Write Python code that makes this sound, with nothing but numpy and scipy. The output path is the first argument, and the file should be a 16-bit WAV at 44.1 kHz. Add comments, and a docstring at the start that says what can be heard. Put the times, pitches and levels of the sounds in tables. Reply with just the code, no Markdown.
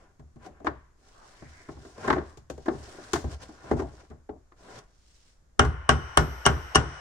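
"""A tool drags faintly over a car's floor pan, against the low rumble of a garage. Inside the stripped
car, sleeves rustle, skin slides on steel, and tools scrape and knock as a brass punch is set against
the steel lock ring in the floor. Then a hammer hits the punch five times. Each blow excites the modes
of punch and pan, which clink and clang; the pan drives the tank and the cabin air, which boom;
and the lightly damped modes of the steel ring on."""
import sys
import numpy as np
from scipy import signal
from scipy.fft import rfft, irfft, next_fast_len
from scipy.io import wavfile
from scipy.ndimage import uniform_filter1d

SR = 44100
rng = np.random.default_rng(int(sys.argv[2]) if len(sys.argv) > 2 else 0)


def bounce(signal):
    """Save signal as a 16-bit WAV file at the path given by the first command-line argument."""
    frames = np.transpose(np.atleast_2d(signal))
    limited = np.clip(frames, -1, 1)
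    pcm = np.round(limited * 32767).astype(np.int16)
    wavfile.write(sys.argv[1], SR, pcm)


N = 308952
HIT_SAMPLES, RING_SAMPLES = 19200, 65536
SCENE_T, HIT_T, RING_T = np.arange(N) / SR, np.arange(HIT_SAMPLES) / SR, np.arange(RING_SAMPLES) / SR
SIDES = np.array([[1], [-1]])  # left, right

# Spectra. Each row: frequency in Hz, relative spectral density in dB.
GARAGE_SPECTRUM = [(20, 5.5), (56, 5), (168, -12.5), (923, -24), (1440, -24.5), (2820, -37.5), (3950, -37),
                   (4810, -34.5), (7110, -31), (8410, -39.5), (11800, -45), (16000, -63)]  # the background
SCRAPE_SPECTRUM = [(59, -36.5), (100, 4.5), (173, -3.5), (463, -2.5), (702, -2), (865, -12.5), (1020, -1),
                   (1100, -11), (1820, -13), (3500, -26), (4550, -54.5), (7700, -120)]  # metal dragged over the pan
CLOTH_SPECTRUM = [(700, -19.5), (1500, -5.5), (2600, -5), (4000, -3.5), (5700, -0.5), (7200, -4.5),
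                  (9300, -9.5), (10800, -26.5), (16000, -27.5)]  # a sliding sleeve
THUD_SPECTRUM = [(53, -39.5), (90, -17.5), (188, -5.5), (300, 3.5), (410, 1.5), (530, -11.5), (586, -3),
                 (860, -10.5), (1300, -27), (2200, -120)]  # the hollow part of a knock
CLACK_SPECTRUM = [(600, -23), (850, 2), (1100, 11.5), (1350, 1.5), (1560, 6), (1850, 1.5), (2600, -13.5),
                  (4000, -18.5), (5400, -25.5), (9000, -52)]  # the hard part of a knock
TICK_SPECTRUM = [(1410, -20.5), (2400, -12.5), (5180, -14.5), (6900, -11), (10500, -26), (16000, -35)]  # bare metal touching
CRACK_SPECTRUM = [(71, -30), (120, 10.5), (180, 3.5), (308, 7.5), (546, -3.5), (1160, 13), (1550, 4),
                  (2430, -26), (2930, 6), (4230, -18.5), (5630, -16), (7660, -5), (8310, -35), (10400, -51),
                  (16000, -42)]  # a hammer blow on the pan
CABIN_SPECTRUM = [(88, -9), (150, 3), (195, -15), (401, -5.5), (532, -18.5), (1420, -15), (2330, -36),
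                  (3030, -33.5), (4700, -47.5), (5700, -36.5), (7550, -67), (8540, -40), (10000, -58),
                  (16000, -100)]  # the cabin's answer to a blow

# Normal modes. Each row: frequency in Hz, time to decay by 60 dB in seconds, relative level in dB.
PAN_MODES = [(292, .2, -13), (330, .12, -11), (394, .16, -9), (418, .18, -4.5), (600, .18, -9),
             (678, .12, -7), (774, .15, -1.5), (819, .13, -8), (1000, .09, -7), (1110, .1, -1),
             (1260, .08, -4), (1390, .12, -4), (1438, .15, -2), (1589, .11, -1), (1770, .11, -7),
             (2142, .1, -9)]  # the floor pan
SINGING_MODES = [(883, 1.6, -7), (1055, 2, -2), (1087, 2.5, -3), (1165, 1.6, -6), (1308, 1.8, -4),
                 (1421, 2.6, 0), (1529, 1.8, -4), (1561, 1.8, -4), (1653, 1.8, -7), (1771, 1.8, -6),
                 (2073, 1.6, -9), (2907, 1.6, -9), (3020, 1.5, -12), (3095, 1.4, -11), (5787, 1.8, -10),
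                 (8382, 1.4, -22)]  # single steel modes that stand out above the rest
PUNCH_MODES = [(2813, .09, -1), (2884, .07, 4), (2977, .07, -3), (3093, .08, 1), (3795, .035, -6),
               (4301, .04, -10), (4980, .045, -3), (5510, .04, 0), (5680, .06, 0), (5790, .06, -4),
               (6200, .05, -1), (6500, .05, -5), (6900, .04, -6)]  # punch and lock ring
ZING_MODES = [(7750, .03, -6), (8130, .022, 4), (8350, .02, 9), (8480, .025, 10), (8750, .015, 2),
              (9250, .025, 2), (9500, .025, 1), (11000, .03, -12), (11700, .06, -18)]  # short, high modes of the punch
# Low modes of tank and cabin air. Each row: frequency in Hz, relative level in dB,
# time to decay by 60 dB in seconds, build-up time in seconds.
AIR_MODES = [(60, -7, 0.7, 0.03), (68.5, 9.5, 0.27, 0.026), (78, 1.5, 0.46, 0.026), (112, -6, 0.4, 0.0068),
             (134, 1, 0.24, 0.009), (151, -4.5, 0.33, 0.005), (237, -4, 0.25, 0.0012)]
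# Clusters of lightly damped steel modes. Each row: centre in Hz, width in Hz, relative level in dB.
STEEL_CLUSTERS = [(1060, 980, 3.5), (1460, 91, 7.5), (1840, 150, -0.5), (2960, 96, 0), (5620, 580, -9),
                  (8350, 640, -17.5)]

# Arm movements. Each row: start, stop and rise time in seconds, sleeve gain and drag gain in dB.
ARM_MOVES = [(-0.3, 0.03, .2, -75.5, -57.5), (0.36, 0.76, .1, -87, -62), (0.96, 1.08, .12, -65, -64),
             (1.06, 2.3, .2, -65, -60), (2.52, 3.2, .38, -56.5, -51.5), (3.3, 4.0, .2, -65.5, -57.5),
             (4.55, 4.79, .12, -68.5, -55), (4.85, 5.28, .3, -66.5, -86)]
# Tools knocking on ring and pan. Each row: start in seconds, thud gain in dB, gains of boom, clack
# and tick in dB relative to it, note of the struck spot in Hz, contact time in seconds.
TOOL_KNOCKS = [(0.194, -50.5, 0.5, -12, -19.5, 167, 0.0056), (0.358, -52, -1, -13.5, -21, 343, 0.0074),
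               (0.462, -40, -16, -19, -18, 739, 0.0055), (0.6, -40.5, -19, -25, -32, 387, 0.0046),
               (0.645, -28, -31, -22, -30, 341, .002), (0.667, -23, -20, -0.5, -36.5, 309, 0.0025),
               (1.421, -44, -6, -12, -30, 328, .0035), (1.685, -34, -15, -12, -42, 409, .005),
               (1.767, -46, -5, -15, -34, 283, 0.0047), (1.849, -41, -18, -13.5, -23, 397, 0.002),
               (1.978, -45, -19.5, -5, -21.5, 485, .002), (2.046, -30.5, -25, -14.5, -26.5, 1052, .003),
               (2.076, -21, -23, -5, -24.5, 381, 0.0067), (2.1, -17.5, -20, -2, -29, 866, 0.0033),
               (2.126, -23, -23.5, -1.5, -24.5, 388, .003), (2.158, -24.5, -24.5, -16, -41, 368, 0.0059),
               (2.179, -25, -21.5, -12.5, -39, 348, .004), (2.372, -47.5, -6, -18, -7.5, 420, .002),
               (2.499, -33, -14, -10.5, -12, 510, 0.0017), (2.577, -40, -15, -18.5, -21, 485, 0.0036),
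               (2.657, -34, -29.5, -7.5, -22.5, 368, 0.0057), (2.68, -19, -28.5, -12.5, -39, 338, 0.0039),
               (2.745, -38.5, -5.5, -14, -42, 282, .004), (2.984, -40, -30, -24, -29.5, 370, 0.0022),
               (3.1325, -21, -17, -5, -7, 350, 0.0035), (3.156, -31, -14, 0, -9, 690, .003),
               (3.24, -31, -2, -16, -27, 245, 0.003), (3.272, -39, -7, -21.5, -34, 276, .003),
               (3.487, -40.5, -18, -18, -27, 306, 0.0063), (3.64, -42, -14, -17.5, -26, 325, 0.002),
               (3.7113, -15.5, -15, -17, -35.5, 417, 0.002), (3.767, -33.5, -16.5, -24, -25, 396, 0.0027),
               (3.792, -26, -13, -12.5, -33, 382, 0.007), (3.82, -28.5, -15, -25, -33, 367, 0.0021),
               (4.1, -43, -6, -11.5, -23.5, 425, 0.015), (4.29, -31, -22, -21.5, -47, 417, .003),
               (4.519, -55, -20, -2, -24, 354, .002), (5.648, -32, -2, -0.5, -14.5, 410, 0.002)]
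# Skids of the punch. Each row: start and stop in seconds, scrape and rasp gains at the stop in dB.
PUNCH_SKIDS = [(0.391, 0.466, -49, -63), (0.648, 0.668, -39, -55), (1.95, 2.088, -36.5, -55),
               (2.125, 2.17, -42, -80.5), (3.265, 3.341, -45.5, -53), (3.39, 3.434, -45.5, -55),
               (3.582, 3.733, -46, -69), (3.763, 3.803, -41, -57.5), (3.999, 4.006, -53, -69),
               (4.563, 4.79, -50, -59.5)]
# Strokes of a hand over the steel. Each row: start and stop in seconds, centre in Hz, level in dB.
HAND_SLIDES = [(1.06, 1.256, 1089, -54), (1.216, 1.663, 1827, -59.5), (2.68, 3.073, 1490, -56.5),
               (3.449, 3.68, 1370, -59)]
# Hammer blows. Each row: start in seconds, overall gain in dB, then further gains in dB
# for boom, clink, zing, lingering ring, the treble of that ring, and thin whistle.
HAMMER_BLOWS = [(5.5929, -12.5, -5.5, -17, -21.5, -34.5, -12.5, -90),
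                (5.8908, -14.5, -6, -14.5, -19, -29.5, -2, -57), (6.172, -13, -7, -22, -12, -36, 4, -43.5),
                (6.4621, -13.5, -8.5, -11, -10.5, -33, -1.5, -47.5),
                (6.755, -14, -9.5, -6.5, -10.5, -33, 0.5, -66)]
# A brief, quieter clink leads into each of the last two blows. Each row: start in seconds, level in dB.
LEAD_IN_CLINKS = [(6.453, -21), (6.7478, -21)]
# Stereo balance of blows and knocks. Each row: frequency in Hz, left minus right in dB.
IMPACT_BALANCE = [(60, 1), (130, -1.5), (220, 4.5), (380, 1), (700, 8), (1290, 4), (2150, -3), (2950, 1.5),
                  (4000, 6.5), (5900, 7.5), (8400, 1.5), (15000, -1)]


def undb(db):
    """Amplitude grows tenfold for every 20 dB."""
    return 10 ** (np.asarray(db) / 20)


def fade(t60, t=HIT_T):
    """Damping gives exponential decay, 60 dB down after t60 seconds."""
    return np.exp(-np.log(1000) * t / t60)


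def build_up(rise_s):
    """A driven resonance approaches its full amplitude exponentially."""
    return 1 - np.exp(-HIT_T / rise_s)


def onset(rise_s, t=HIT_T):
    """A force spread over a finite time rounds the start of a sound."""
    return 1 - np.exp(-(t / rise_s) ** 2)


def level(x, db):
    """A steady sound is scaled by its mean power, to an rms level in dB."""
    return x * undb(db) / np.sqrt(np.mean(x ** 2))


def burst(x, db):
    """A transient is scaled by its energy, to the level it would have if packed into 10 ms."""
    return level(x, db) / np.sqrt(x.shape[-1] / (.01 * SR))


def curve_db(hz, points):
    """A spectrum in dB is interpolated on a logarithmic frequency axis."""
    knots_hz, db = np.transpose(points)
    return np.interp(np.log(hz + 1), np.log(knots_hz), db)


def noise(spectrum, size=HIT_SAMPLES, wide_hz=900):
    """Random phases make coloured noise; the two sides are coherent only well below wide_hz."""
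    padded = next_fast_len(size)
    hz = np.fft.rfftfreq(padded, 1 / SR)
    mid, side = np.exp(2j * np.pi * rng.random((2, len(hz))))
    stereo = mid + SIDES * side * hz / np.hypot(hz, wide_hz)
    return irfft(stereo * undb(curve_db(hz, spectrum)), padded)[:, :size]


def flutter(rate):
    """Smoothed random steps, rate to the second, give a modulation as long as the scene."""
    step = int(SR / rate)
    steps = np.repeat(rng.standard_normal(N // step + 1), step)
    return 0.7 * uniform_filter1d(steps, step)[:N]


def add(track, start, sound):
    """Sounds superpose: this one joins the track at start seconds."""
    i = int(start * SR)
    track[:, i:i + sound.shape[-1]] += sound[..., :N - i]


def excite(impulses, response):
    """A linear system answers a train of impulses by convolution with its impulse response."""
    return signal.oaconvolve(np.atleast_2d(impulses), response, axes=1)[:, :N]


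def resonator(modes):
    """A struck body rings as a sum of damped modes; each call of the result draws a new mix."""
    hz, t60, db = np.transpose(modes)[:, :, None]
    waves = undb(db) * fade(t60) * np.exp(2j * np.pi * hz * HIT_T)
    stereo_spread = np.minimum(hz[:, 0] / 1200, 1)  # higher modes reach the sides further out of step

    def strike():
        turn, skew, strength = rng.standard_normal((len(modes), 3)).T
        phase = 2 * np.pi * turn + SIDES * skew * stereo_spread
        weights = undb(0.29 * strength) * np.exp(-1j * phase)
        return (weights @ waves).real
    return strike


def garage():
    """Stationary noise with most of its power in the bass is heard as a rumble with a little hiss."""
    return level(noise(GARAGE_SPECTRUM, N, wide_hz=301.7), -61)


def arm_speed(start, stop, rise_s):
    """Friction sound follows speed, which gathers, holds at 1 and dies away after the stop."""
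    gather = np.clip((SCENE_T - start) / rise_s, 0, 1)
    return gather * fade(0.44, np.maximum(SCENE_T - stop, 0))


def scrape(slips_per_s=350):
    """Stick-slip friction: small random slips ring the pan over a bed of rubbing noise."""
    slips = (rng.random(N) < slips_per_s / SR) * undb(3.2 * rng.exponential(size=N))
    strike_pan = resonator(PAN_MODES)
    grit = excite(slips, strike_pan() * build_up(0.00079))
    rub = noise(SCRAPE_SPECTRUM, N) * undb(flutter(110))
    return (level(rub, -2) + level(grit, -6)) * undb(SIDES * 0.79)


def bumps(drag, per_s=8, scatter_db=1.5):
    """A dragged tool bumps at random (a Poisson process), thudding in proportion to the drag."""
    taps = (rng.random(N) < per_s / SR) * undb(scatter_db * rng.standard_normal(N)) * drag
    thud = burst(noise(THUD_SPECTRUM) * build_up(0.0017) * fade(0.13), 5)
    return excite(taps, thud)


def cloth(snags_per_s=400):
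    """Friction of cloth makes a hiss whose bands flutter separately; catching threads add grain."""
    size = next_fast_len(N)
    hiss, hz = rfft(noise(CLOTH_SPECTRUM, size)), np.fft.rfftfreq(size, 1 / SR)
    edges_hz = [0, 2500, 4500, 7000, SR]
    bands = 0
    for low, high in zip(edges_hz, edges_hz[1:]):
        band = irfft(hiss * (hz >= low) * (hz < high), size)[:, :N]
        bands += band * undb(2.4 * flutter(24))
    snags = (rng.random((2, N)) < snags_per_s / SR) * undb(14 * rng.random((2, N)) ** 3)
    grain = excite(snags, noise(CLOTH_SPECTRUM) * fade(.006))
    return (level(bands, 0) + level(grain, -4)) * undb(2 * flutter(11) + 2 * flutter(110))


def handling():
    """Sliding friction: arm speed and skid pressure set the strength of scraping and rustling."""
    drag, brush = np.zeros((2, N))
    for start, stop, rise_s, sleeve_db, drag_db in ARM_MOVES:
        speed = arm_speed(start, stop, rise_s)
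        drag += undb(drag_db) * speed
        brush += undb(sleeve_db) * speed
    thuds = bumps(drag)
    for start, stop, scrape_db, rasp_db in PUNCH_SKIDS:
        pressure = skid_pressure(start, stop)
        drag += undb(scrape_db) * pressure
        brush += undb(rasp_db) * pressure
    return scrape() * drag + thuds + level(cloth(), 2.2) * brush


def knocks():
    """Harder contact excites higher frequencies: soft knocks thud, hard ones clack, bare metal ticks."""
    out = np.zeros((2, N))
    strike_pan = resonator([mode for mode in PAN_MODES if mode[0] < 900])
    strike_ring = resonator([mode for mode in SINGING_MODES if mode[0] < 2500])
    hard, hand_damping = build_up(0.00068), fade(0.13)
    direct = fade(.045)  # the direct sound dies fast; the cabin holds a weak tail
    thud_decay = direct + undb(-4.5) * fade(0.25)
    clack_decay = direct + undb(-30.5) * fade(0.57)
    tick_decay = direct + undb(-15.5) * fade(0.33)
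    for start, db, boom_db, clack_db, tick_db, spot_hz, contact_s in TOOL_KNOCKS:
        soft = onset(contact_s)
        spot = burst(np.sin(2 * np.pi * spot_hz * HIT_T) * soft * fade(0.072), -5)
        thud = spot + burst(noise(THUD_SPECTRUM) * soft * thud_decay, -2.5)
        thud += burst(strike_pan() * soft, -13)
        clack = burst(noise(CLACK_SPECTRUM) * soft * clack_decay, 0.15)
        clack += burst(strike_ring() * soft * hand_damping, -6)
        tick = burst(noise(TICK_SPECTRUM) * hard * tick_decay, tick_db - 0.12)
        add(out, start, undb(db) * (thud + undb(clack_db) * clack + tick + boom(boom_db + 10.5)))
    return out


def boom(level_db, skew_hz=380):
    """Cavity resonance: the pan pumps tank and cabin air, whose lowest modes build slowly and beat."""
    hz, db, t60, rise_s = np.transpose(AIR_MODES)[:, :, None]
    detune, lag, strength = rng.standard_normal((3, len(AIR_MODES), 1))
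    phase = 2 * np.pi * hz * (1 + .015 * detune) * HIT_T + .8 * lag
    phase = phase + SIDES[:, None] * hz / skew_hz  # the left leads, by two radians at skew_hz
    envelopes = undb(db + 2 * strength) * fade(t60) * build_up(rise_s)
    return burst(np.sum(envelopes * np.sin(phase), axis=1), level_db)


def skid_pressure(start, stop, start_db=-28.5):
    """Friction grows with pressure, which builds to 1 along a skid and falls as the tip catches."""
    to_go = np.clip((stop - SCENE_T) / (stop - start), 0, 1)
    release = fade(0.089, np.clip(SCENE_T - stop, 0, 1))
    return (SCENE_T >= start) * undb(start_db * to_go ** 2) * release


def hand_slides(width_hz=570, rise_s=0.27):
    """Skin rubbing on steel makes narrow-band noise: a carrier of random amplitude and phase."""
    out = np.zeros((2, N))
    for start, stop, hz, db in HAND_SLIDES:
        phase = 2 * np.pi * hz * SCENE_T
        hiss = np.array([flutter(2 * width_hz) * np.cos(phase) + flutter(2 * width_hz) * np.sin(phase)
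                         for _ in SIDES])
        out += level(hiss * undb(2.5 * flutter(40)), db) * arm_speed(start, stop, rise_s)
    return out


def bending_wave(spread_s=.006):
    """Bending waves in sheet metal are dispersive: the treble of a sharp push outruns the bass."""
    hz = np.fft.rfftfreq(HIT_SAMPLES, 1 / SR)
    side_delay_s = np.array([[0], [.0002]])
    group_delay_s = 0.000996 + spread_s / np.sqrt(1 + hz / 300) + side_delay_s
    phase = -2 * np.pi * np.cumsum(group_delay_s, axis=1) * hz[1]
    return irfft(undb(curve_db(hz, CRACK_SPECTRUM)) * np.exp(1j * phase), HIT_SAMPLES)


def steel_shimmer():
    """Closely spaced modes merge into noise: most die within a clank, the rest shimmer on."""
    hz = np.geomspace(200, 16000, 400)
    power = sum(undb(db) ** 2 / (1 + ((hz - centre) / width) ** 2) ** 2
                for centre, width, db in STEEL_CLUSTERS)
    power += undb(-30) ** 2  # a floor between the clusters
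    power /= (1 + (hz / 9500) ** 30) * (1 + (350 / hz) ** 2)  # treble and bass roll off
    shimmer = level(noise(np.c_[hz, 10 * np.log10(power)], RING_SAMPLES), 0)
    return shimmer * (fade(9.2, RING_T) + undb(31.5) * fade(.11, RING_T))


def wander(rate):
    """Interpolated random values, rate to the second, give a modulation as long as a ring."""
    knots = np.arange(0, RING_T[-1], 1 / rate)
    return np.interp(RING_T, knots, rng.standard_normal(len(knots)))


def singing_steel():
    """Lightly damped modes outlast the blow as tones, each wavering in level and phase."""
    out = np.zeros((2, RING_SAMPLES))
    for hz, t60, db in SINGING_MODES:
        phase = 2 * np.pi * (hz * RING_T + rng.random((2, 1))) + .35 * wander(14)
        out += undb(db + 2 * wander(8.2)) * fade(t60, RING_T) * np.sin(phase)
    return out


def lingering_ring(treble_db, shelf_hz=3730):
    """The steel vibrates freely after a blow; a badly seated punch excites little above shelf_hz."""
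    ring = undb(-1.7) * steel_shimmer() + undb(-2) * singing_steel()
    hz = np.fft.rfftfreq(RING_SAMPLES, 1 / SR)
    shelf = undb(treble_db / (1 + (shelf_hz / (hz + 1)) ** 8))
    return irfft(rfft(ring) * shelf, RING_SAMPLES) * onset(0.0016, RING_T)


def hammer(whistle_hz=12560, whistle_t60=1.7):
    """A brief impact has a broad spectrum, so it excites punch, pan, cabin and steel all at once."""
    out = np.zeros((2, N))
    pan, punch, zing = resonator(PAN_MODES), resonator(PUNCH_MODES), resonator(ZING_MODES)
    contact = onset(0.00042)
    whistle = np.sin(2 * np.pi * whistle_hz * RING_T) * fade(whistle_t60, RING_T)
    next_starts = [blow[0] for blow in HAMMER_BLOWS[1:]] + [np.inf]
    for blow, next_start in zip(HAMMER_BLOWS, next_starts):
        start, db, boom_db, clink_db, zing_db, ring_db, treble_db, whistle_db = blow
        crack = burst(bending_wave() * fade(0.98), 1)
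        crack += burst(noise(CRACK_SPECTRUM) * contact * fade(0.16), -12)
        clang = burst(pan() * contact, -0.54)
        clink = burst(punch() * contact, clink_db + 3)
        clink += burst(zing() * contact, zing_db + 2) * undb(-2 * SIDES)  # shifted to the right
        cabin = burst(noise(CABIN_SPECTRUM) * onset(0.013) * fade(0.36), -6)
        add(out, start, undb(db) * (crack + clang + clink + cabin + boom(boom_db + 6.5)))
        add(out, start, undb(db + ring_db) * lingering_ring(treble_db))
        until_next_blow = RING_T < next_start - start  # each new contact stops the whistle
        add(out, start, undb(db + whistle_db) * whistle * until_next_blow)
    for start, db in LEAD_IN_CLINKS:
        lead_in = (punch() + undb(-1.5) * pan()) * build_up(0.0033) * fade(0.11)
        add(out, start, burst(lead_in, db))
    return out


def scene():
    """All sources superpose at the microphone; blows and knocks favour the left in most bands."""
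    size = next_fast_len(N + HIT_SAMPLES)
    balance = undb(SIDES * curve_db(np.fft.rfftfreq(size, 1 / SR), IMPACT_BALANCE) / 2)
    impacts = irfft(rfft(hammer() + knocks(), size) * balance, size)[:, :N]
    return impacts + handling() + hand_slides() + garage()


def record(dry):
    """Saturation in the recorder rounds the loudest peaks; a low-pass cuts the top above 16.2 kHz."""
    low_pass = signal.ellip(8, .2, 70, 16200, fs=SR, output="sos")
    return signal.sosfilt(low_pass, np.tanh(dry))


dry = scene()
out = record(dry)
bounce(out)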